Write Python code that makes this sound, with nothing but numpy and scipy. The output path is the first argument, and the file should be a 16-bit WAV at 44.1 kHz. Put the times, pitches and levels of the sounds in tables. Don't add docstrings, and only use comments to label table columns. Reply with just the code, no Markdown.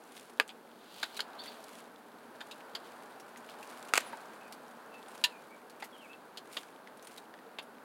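import sys
import numpy as np
from scipy import signal
from scipy.fft import rfft, irfft, next_fast_len
from scipy.io import wavfile

SR = 44100
rng = np.random.default_rng(int(sys.argv[2]) if len(sys.argv) > 2 else 0)


def store_pcm(level_fs):
    pcm = np.round(np.clip(level_fs, -1, 1) * 32767).astype(np.int16)
    wavfile.write(sys.argv[1], SR, np.atleast_2d(pcm).T)


N = 345744
CUTOFF_HZ = 16000

# start in seconds, level in dB, brightness in dB per octave, lower and upper ring in Hz,
# and scattered sound compared with direct sound in dB.
TAPS = [(0.3994, -31, -1.1, 1630, 2620, -8.5), (0.5, -60, .3, 2460, 3460, 10),
        (1.0296, -38.5, 0.2, 1540, 3740, 8), (1.193, -45, -1.5, 1520, 3120, 1),
        (1.2051, -43.5, 3, 3130, 4380, -3), (2.4056, -50.5, -0.6, 1580, 3540, 18),
        (2.511, -56.5, 5, 2720, 3830, 18), (2.751, -46, 1, 3160, 4680, 6.5),
        (4.131, -55.5, -6.5, 900, 1380, 1), (5.2394, -33.5, 4.5, 2800, 3970, 7),
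        (5.823, -48, -1.5, 730, 2000, 13), (6.372, -55, 5.5, 3130, 4260, 16),
        (6.5688, -46, 0.7, 1170, 3670, 0), (6.5721, -45, -1.1, 2960, 3600, -4),
        (7.586, -47.5, -1.9, 2680, 3560, 7)]
# pitch in Hz, width in Hz, strength in dB.
RUN_RESONANCES = [(873, 140, 7.5), (5020, 210, -3), (6950, 490, 2.5)]
TAP_SHAPE_DB = [-1, 0.4, 0.5, -7.5]


def taps(scatter_rise_s=0.00056, scatter_fade_s=0.064, tail_fade_s=0.18, tail_db=-21, bounce_s=0.0019):
    out, t = np.zeros(N), np.arange(SR // 4) / SR
    for start, db, brightness_db, low_hz, high_hz, scatter_db in TAPS:
        build_up = 1 - np.exp(-t / (scatter_rise_s * from_db(scatter_db)))
        scatter = unit_energy(grains(14000, 0.55, len(t)) * build_up * fade(t, scatter_fade_s))
        tail = unit_energy(band(rng.standard_normal(len(t)), 220, 6700) * fade(t, tail_fade_s))
        scatter[round(bounce_s * SR * from_db(rng.uniform(-2, 2)))] += .45
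        force = from_db(scatter_db) * add_resonances(scatter + from_db(tail_db) * tail, RUN_RESONANCES)
        force[0] += 1
        rings = [(hz, hz / 9, 9.2) for hz in (low_hz, high_hz)]
        levels_db = register_levels(db, brightness_db, TAP_SHAPE_DB, (low_hz, high_hz))
        add(out, start, impact(add_resonances(force, rings), levels_db))
    return out


# pitch in Hz, level in dB, fade in seconds.
DEEP_HOLLOW = [(433, -33, 0.069), (960, -29, 0.04), (1196, -26, 0.043)]
HIGH_HOLLOW = [(973, -31.5, 0.11), (1790, -26, 0.071), (2765, -19, 0.056)]


def hollow_ring(start, tones, rise_s=0.0039):
    out, t = np.zeros(N), np.arange(SR // 4) / SR
    ringing = sum(from_db(db) * fade(t, fade_s) * np.sin(2 * np.pi * hz * t) for hz, db, fade_s in tones)
    add(out, start, (1 - np.exp(-t / rise_s)) * ringing)
    return out


# start in seconds, level in dB, brightness in dB per octave, fade in seconds.
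FENCE_KNOCKS = [(3.9369, -24.5, -0.5, 0.015), (3.946, -37, 1, 0.01), (3.955, -30.5, 1, 0.044),
                (3.966, -37, 1, .036), (3.976, -29, 3.5, 0.018), (3.9781, -26.5, -1.5, 0.007),
                (4.007, -47.5, 3.5, .008)]
# pitch in Hz, width in Hz, strength in dB.
FENCE_RESONANCES = [(700, 57, 1), (1160, 300, 4), (2660, 250, 7.5), (7240, 1800, 6.5)]
KNOCK_SHAPE_DB = [-6, 0, -4, -8]


def fence(drag_db=-23, drag_fade_s=0.093, shiver_db=-47, shiver_fade_s=0.7, zing_hz=10330, zing_db=-55):
    out, t = np.zeros(N), np.arange(SR // 2) / SR
    for start, db, brightness_db, fade_s in FENCE_KNOCKS:
        catch_and_drag = fade(t, fade_s) + from_db(drag_db) * fade(t, drag_fade_s)
        force = unit_energy(grains(12000, 2.7, len(t)) * catch_and_drag)
        force[0] += .5
        levels_db = register_levels(db, brightness_db, KNOCK_SHAPE_DB)
        add(out, start, impact(add_resonances(force, FENCE_RESONANCES), levels_db))
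    mesh = rms_one(band(rng.standard_normal(len(t)), 560, 2900))
    add(out, 3.98, from_db(shiver_db) * fade(t, shiver_fade_s) * mesh)
    swell = np.hanning(int(0.082 * SR))
    add(out, 4.033, from_db(zing_db) * swell * np.sin(2 * np.pi * zing_hz * t[:len(swell)]))
    return out


# start in seconds, level in dB, ring in Hz.
PECKS = [(0.167, -37.5, 3460), (0.4786, -40, 7750), (1.1678, -27.5, 3950), (1.4378, -36, 3600),
         (1.4596, -36, 2000), (3.199, -41, 5560), (3.3722, -40, 6700), (3.6283, -36, 2740),
         (3.8873, -38, 2730), (4.5241, -34.5, 4660), (5.084, -42, 8860), (5.6982, -42.5, 4470),
         (5.8007, -39.5, 2470), (5.8418, -35.5, 12500), (6.972, -48, 9500), (7.0263, -43, 6200),
         (7.047, -42, 9000), (7.0711, -37, 9400), (7.1756, -34, 3850), (7.625, -45, 10000)]
# frequency in Hz, level in dB.
PECK_COLOUR = [(800, -17), (2000, 7.5), (4500, 2.5), (5700, 1.5), (10000, 3), (16000, -7.5)]


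def pecks(spill_fade_s=0.069, ring_width_hz=380, ring_db=9):
    out, t = np.zeros(N), np.arange(SR // 8) / SR
    for start, db, ring_hz in PECKS:
        spill = unit_energy(grains(4000, 0.81, len(t)) * fade(t, spill_fade_s))
        spill[0] += .25
        ringing = add_resonances(spill, [(ring_hz, ring_width_hz, ring_db)])
        add(out, start, 5 * from_db(db - 1) * unit_energy(coloured(ringing, PECK_COLOUR)))
    return out


# start in seconds, peak level in dB, ring in Hz.
BOWL_CLICKS = [(0.4928, -32.5, 3200), (3.3605, -39, 1990), (3.4904, -40, 2900), (6.1325, -41, 3300),
               (6.6333, -42, 1650), (6.8738, -39, 1960), (7.071, -40.5, 1600), (7.3402, -40, 1750),
               (7.3897, -44, 1850)]


def bowl_clicks(scatter_db=-2, scatter_fade_s=0.045, ring_db=11):
    out, t = np.zeros(N), np.arange(SR // 8) / SR
    for start, db, hz in BOWL_CLICKS:
        force = from_db(scatter_db) * unit_energy(grains(9000, .5, len(t)) * fade(t, scatter_fade_s))
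        force[0] += 1
        click = band(add_resonances(force, [(hz, hz / 5, ring_db)]), 1050, 4500)
        add(out, start, from_db(db) * click / np.abs(click).max())
    return out


# start and length in seconds, first, middle and last pitch in Hz, level in dB.
PEEPS = [(1.38, 0.046, 3800, 4520, 4380, -45), (1.463, 0.034, 3700, 4550, 4300, -46),
         (4.404, 0.08, 2640, 2490, 2570, -57), (4.89, 0.11, 2800, 2660, 2640, -58),
         (5.304, .078, 2750, 2460, 2450, -53.5), (5.501, 0.059, 2180, 2300, 2280, -57.5),
         (5.92, 0.06, 3480, 3160, 2820, -55), (5.983, 0.093, 3200, 2740, 2030, -52),
         (6.087, 0.071, 2510, 2654, 2580, -53.5)]


def peeps(rasp_below_hz=850, rasp_full_db=-46, echo_db=-2.5, echo_fade_s=0.15):
    out = np.zeros(N)
    for start, length_s, first_hz, middle_hz, last_hz, db in PEEPS:
        hoarseness = 0.018 + 0.016 * abs(np.log2(last_hz / first_hz))
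        size = int(length_s * SR)
        progress = np.linspace(0, 1, size)
        glide_hz = np.polyval(np.polyfit([0, .5, 1], [first_hz, middle_hz, last_hz], 2), progress)
        hz = glide_hz * (1 + hoarseness * drift(693, size))
        rasp_hz = hz - rasp_below_hz * (1 + .5 * drift(1500, size))
        rasp = .6 * min(1, from_db(db - rasp_full_db) ** 2) * tone(rasp_hz)
        swell = np.sqrt(np.abs(np.sin(np.pi * progress)) / 2) * (1 + .45 * drift(500, size))
        add(out, start, from_db(db) * swell * (tone(hz) + rasp))
    t = np.arange(SR // 5) / SR
    echoes = unit_energy(grains(1500, 1.8, len(t)) * fade(t, echo_fade_s))
    return out + from_db(echo_db) * signal.fftconvolve(out, echoes)[:N]


def cluck(start=7.455, length_s=0.043, pitch_hz=228, throat_hz=450, width_hz=130, db=-56):
    out, size = np.zeros(N), int(length_s * SR)
    cycles = np.floor(np.cumsum(pitch_hz * (1 + 0.03 * drift(240, size))) / SR)
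    pulses = np.diff(cycles, prepend=0)
    voice = resonate(resonate(pulses, throat_hz, width_hz), throat_hz, 2 * width_hz)
    add(out, start, from_db(db) * np.hanning(size) * rms_one(voice))
    return out


# peak time in seconds,
# level in dB, seconds to swell by 10 dB, seconds to fall by 10 dB.
SHUFFLES = [(.17, -58.5, 0.14, 0.19), (1.04, -58, 0.11, 0.098), (1.47, -72, 0.19, 0.12),
            (1.79, -58, 0.35, 0.053), (2.5, -66, 0.39, 0.58), (2.87, -65.5, 0.063, 0.78),
            (3.68, -60.5, 0.21, 1), (4.02, -55, 0.061, 0.11), (5.18, -60, 0.19, 0.23),
            (6.12, -68, 0.41, 0.056), (6.55, -52, 0.046, 0.084), (7.13, -61, 0.09, 0.075)]
SCRAPES = [(1.03, -52.5, .16, 0.066), (1.17, -53, 0.073, 0.012), (1.47, -54.5, 0.067, 0.12),
           (1.76, -68, 0.12, .05), (2.86, -59, .04, 0.039), (3.5, -54, 0.014, 0.027)]
# frequency in Hz, level in dB.
STRAW_COLOUR = [(900, -25), (2200, 8.5), (4400, 2.5), (5700, -1.5), (10000, 1.5), (16000, -12)]
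SCRAPE_COLOUR = [(1200, -25), (2400, -10), (3200, -4), (4600, -6.5), (5500, -17), (12000, -21)]


def feet(bursts_per_s=55, burst_s=.003, straw_floor_db=-78):
    bursts = signal.lfilter([1], [1, -np.exp(-1 / (burst_s * SR))], np.abs(grains(bursts_per_s, .5, N)))
    crackle = grains(7000, 2, N) * (1 + 1.5 * np.minimum(bursts, 1.5))
    straw_gain = np.hypot(stroke_gain(SHUFFLES), from_db(straw_floor_db))
    straw = straw_gain * rms_one(coloured(crackle, STRAW_COLOUR))
    grit = stroke_gain(SCRAPES) * rms_one(coloured(grains(6400, 1.6, N), SCRAPE_COLOUR))
    return straw + grit


def stalks(snaps_per_s=45, fade_s=.016, relative_db=-5.5):
    t = np.arange(SR // 50) / SR
    snaps = signal.fftconvolve(grains(snaps_per_s, 0, N), fade(t, fade_s))[:N]
    ticks = rms_one(band(snaps * rng.standard_normal(N), 2500, 11000))
    return from_db(relative_db) * stroke_gain(SHUFFLES) * ticks


def kernels(level_db=-74, width_hz=520):
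    pitches_hz = np.geomspace(1400, 3800, 12)
    ticks = sum(resonate(grains(4, 1, N) + 1e-18, hz, width_hz) for hz in pitches_hz)
    return from_db(level_db) * rms_one(ticks)


# time in seconds, level in dB.
RUSH_LEVELS = [(0.0, -57.5), (0.83, -58.5), (1.37, -51), (2.01, -56.5), (2.75, -52.5), (3.34, -54),
               (3.69, -51), (4.11, -50), (4.67, -54), (5.17, -52.5), (5.52, -56), (7.84, -56)]
# frequency in Hz, level in dB.
RUMBLE_COLOUR = [(30, -60), (80, -30.5), (120, -14), (180, -5), (235, 3), (290, 0), (370, 0), (460, 3),
                 (600, -5), (900, -28)]
RUSH_COLOUR = [(80, -53), (350, -15.5), (600, 4.5), (900, 5), (1150, 1.5), (1550, 1), (2000, -9),
               (3000, -15.5), (4600, -18.5), (5600, -28.5), (12000, -44)]
HISS_COLOUR = [(4600, 2), (5700, -17), (8300, -4), (10500, 3), (16000, -9)]


def outdoors(rumble_db=-58, rumble_follows=0.36, hum_hz=239, hum_db=-70, hiss_db=-74):
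    rush_db = np.interp(np.arange(N) / SR, *np.transpose(RUSH_LEVELS))
    rumble = from_db(rumble_db + rumble_follows * (rush_db - rush_db.mean())) * noise(RUMBLE_COLOUR)
    rush = from_db(rush_db) * noise(RUSH_COLOUR)
    hum = from_db(hum_db) * rms_one(resonate(resonate(rng.standard_normal(N), hum_hz, 18), hum_hz, 18))
    return rumble + rush + hum + from_db(hiss_db) * noise(HISS_COLOUR)


REGISTER_EDGES_HZ = [275, 1200, 2400, 5100, 12000]


def register_levels(db, brightness_db, shape_db, rings_hz=(), pivot_hz=2400, ring_lift_db=4.5):
    centres_hz = np.sqrt(np.multiply(REGISTER_EDGES_HZ[:-1], REGISTER_EDGES_HZ[1:]))
    nearness = sum(np.exp(-(np.log2(hz / centres_hz) / 0.9) ** 2) for hz in rings_hz)
    return db + np.array(shape_db) + brightness_db * np.log2(centres_hz / pivot_hz) + ring_lift_db * nearness


def impact(force, levels_db):
    colour = []
    for db, low, high in zip(levels_db, REGISTER_EDGES_HZ, REGISTER_EDGES_HZ[1:]):
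        gain_db = db - 10 * np.log10(np.sum(band(force, low, high) ** 2) / (SR / 100))
        colour += [(low * 1.08, gain_db), (high / 1.08, gain_db)]
    return coloured(force, [(145, colour[0][1] - 30)] + colour + [(CUTOFF_HZ, colour[-1][1] - 11)])


def stroke_gain(strokes):
    t, power = np.arange(N) / SR, 0
    for peak_s, db, swell_s, release_s in strokes:
        drop_db = 10 * np.maximum((peak_s - t) / swell_s, (t - peak_s) / release_s)
        power = power + from_db(db - np.minimum(drop_db, 100)) ** 2
    return np.sqrt(power)


def from_db(db):
    return 10 ** (np.asarray(db) / 20)


def fade(t, fade_s):
    return from_db(-60 * t / fade_s)


def tone(hz):
    return np.sin(2 * np.pi * np.cumsum(hz) / SR)


def rms_one(x):
    return x / np.sqrt(np.mean(x ** 2) + 1e-20)


def unit_energy(x):
    return x / np.sqrt(np.sum(x ** 2) + 1e-20)


def add(out, start, sound):
    at = max(0, round(start * SR))
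    out[at:at + len(sound)] += sound[:N - at]


def drift(turns_per_s, size):
    points = rng.standard_normal(4096)
    return np.interp(np.arange(size) * turns_per_s / SR, np.arange(len(points)), points)


def grains(per_s, spread_db, size):
    clicks = rng.random(size) < per_s / SR
    return clicks * rng.standard_normal(size) * from_db(spread_db * np.minimum(rng.exponential(1, size), 4))


def band(x, low_hz, high_hz):
    return signal.sosfilt(signal.butter(2, [low_hz, high_hz], "band", fs=SR, output="sos"), x + 1e-18)


def resonate(x, hz, width_hz):
    r = np.exp(-np.pi * width_hz / SR)
    feedback = [1, -2 * r * np.cos(2 * np.pi * hz / SR), r * r]
    return signal.lfilter(np.array([1, 0, -1]) * (1 - r * r) / 2, feedback, x)


def add_resonances(x, resonances):
    for hz, width_hz, db in resonances:
        x = x + from_db(db) * resonate(x, hz, width_hz)
    return x


def coloured(x, colour):
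    size = 2 * next_fast_len(len(x) // 2 + SR // 10)
    hz, db = np.transpose(colour)
    grid_hz = np.maximum(np.fft.rfftfreq(size, 1 / SR), 1)
    cepstrum = irfft(np.log(from_db(np.interp(np.log(grid_hz), np.log(hz), db))))
    fold = 1 + np.sign(np.arange(size // 2))
    response = np.exp(rfft(cepstrum[:size // 2] * fold, size))
    return irfft(rfft(x, size) * response)[:len(x)]


def noise(colour):
    return rms_one(coloured(rng.standard_normal(N), colour))


def scene():
    knocks = taps() + hollow_ring(0.4, DEEP_HOLLOW) + hollow_ring(5.241, HIGH_HOLLOW) + fence()
    birds = pecks() + bowl_clicks() + kernels() + peeps() + cluck()
    return (knocks + birds + feet() + stalks() + outdoors())[None]


def record(dry):
    return signal.sosfilt(signal.ellip(10, .1, 80, CUTOFF_HZ, fs=SR, output="sos"), dry)


dry = scene()
out = record(dry)
store_pcm(out)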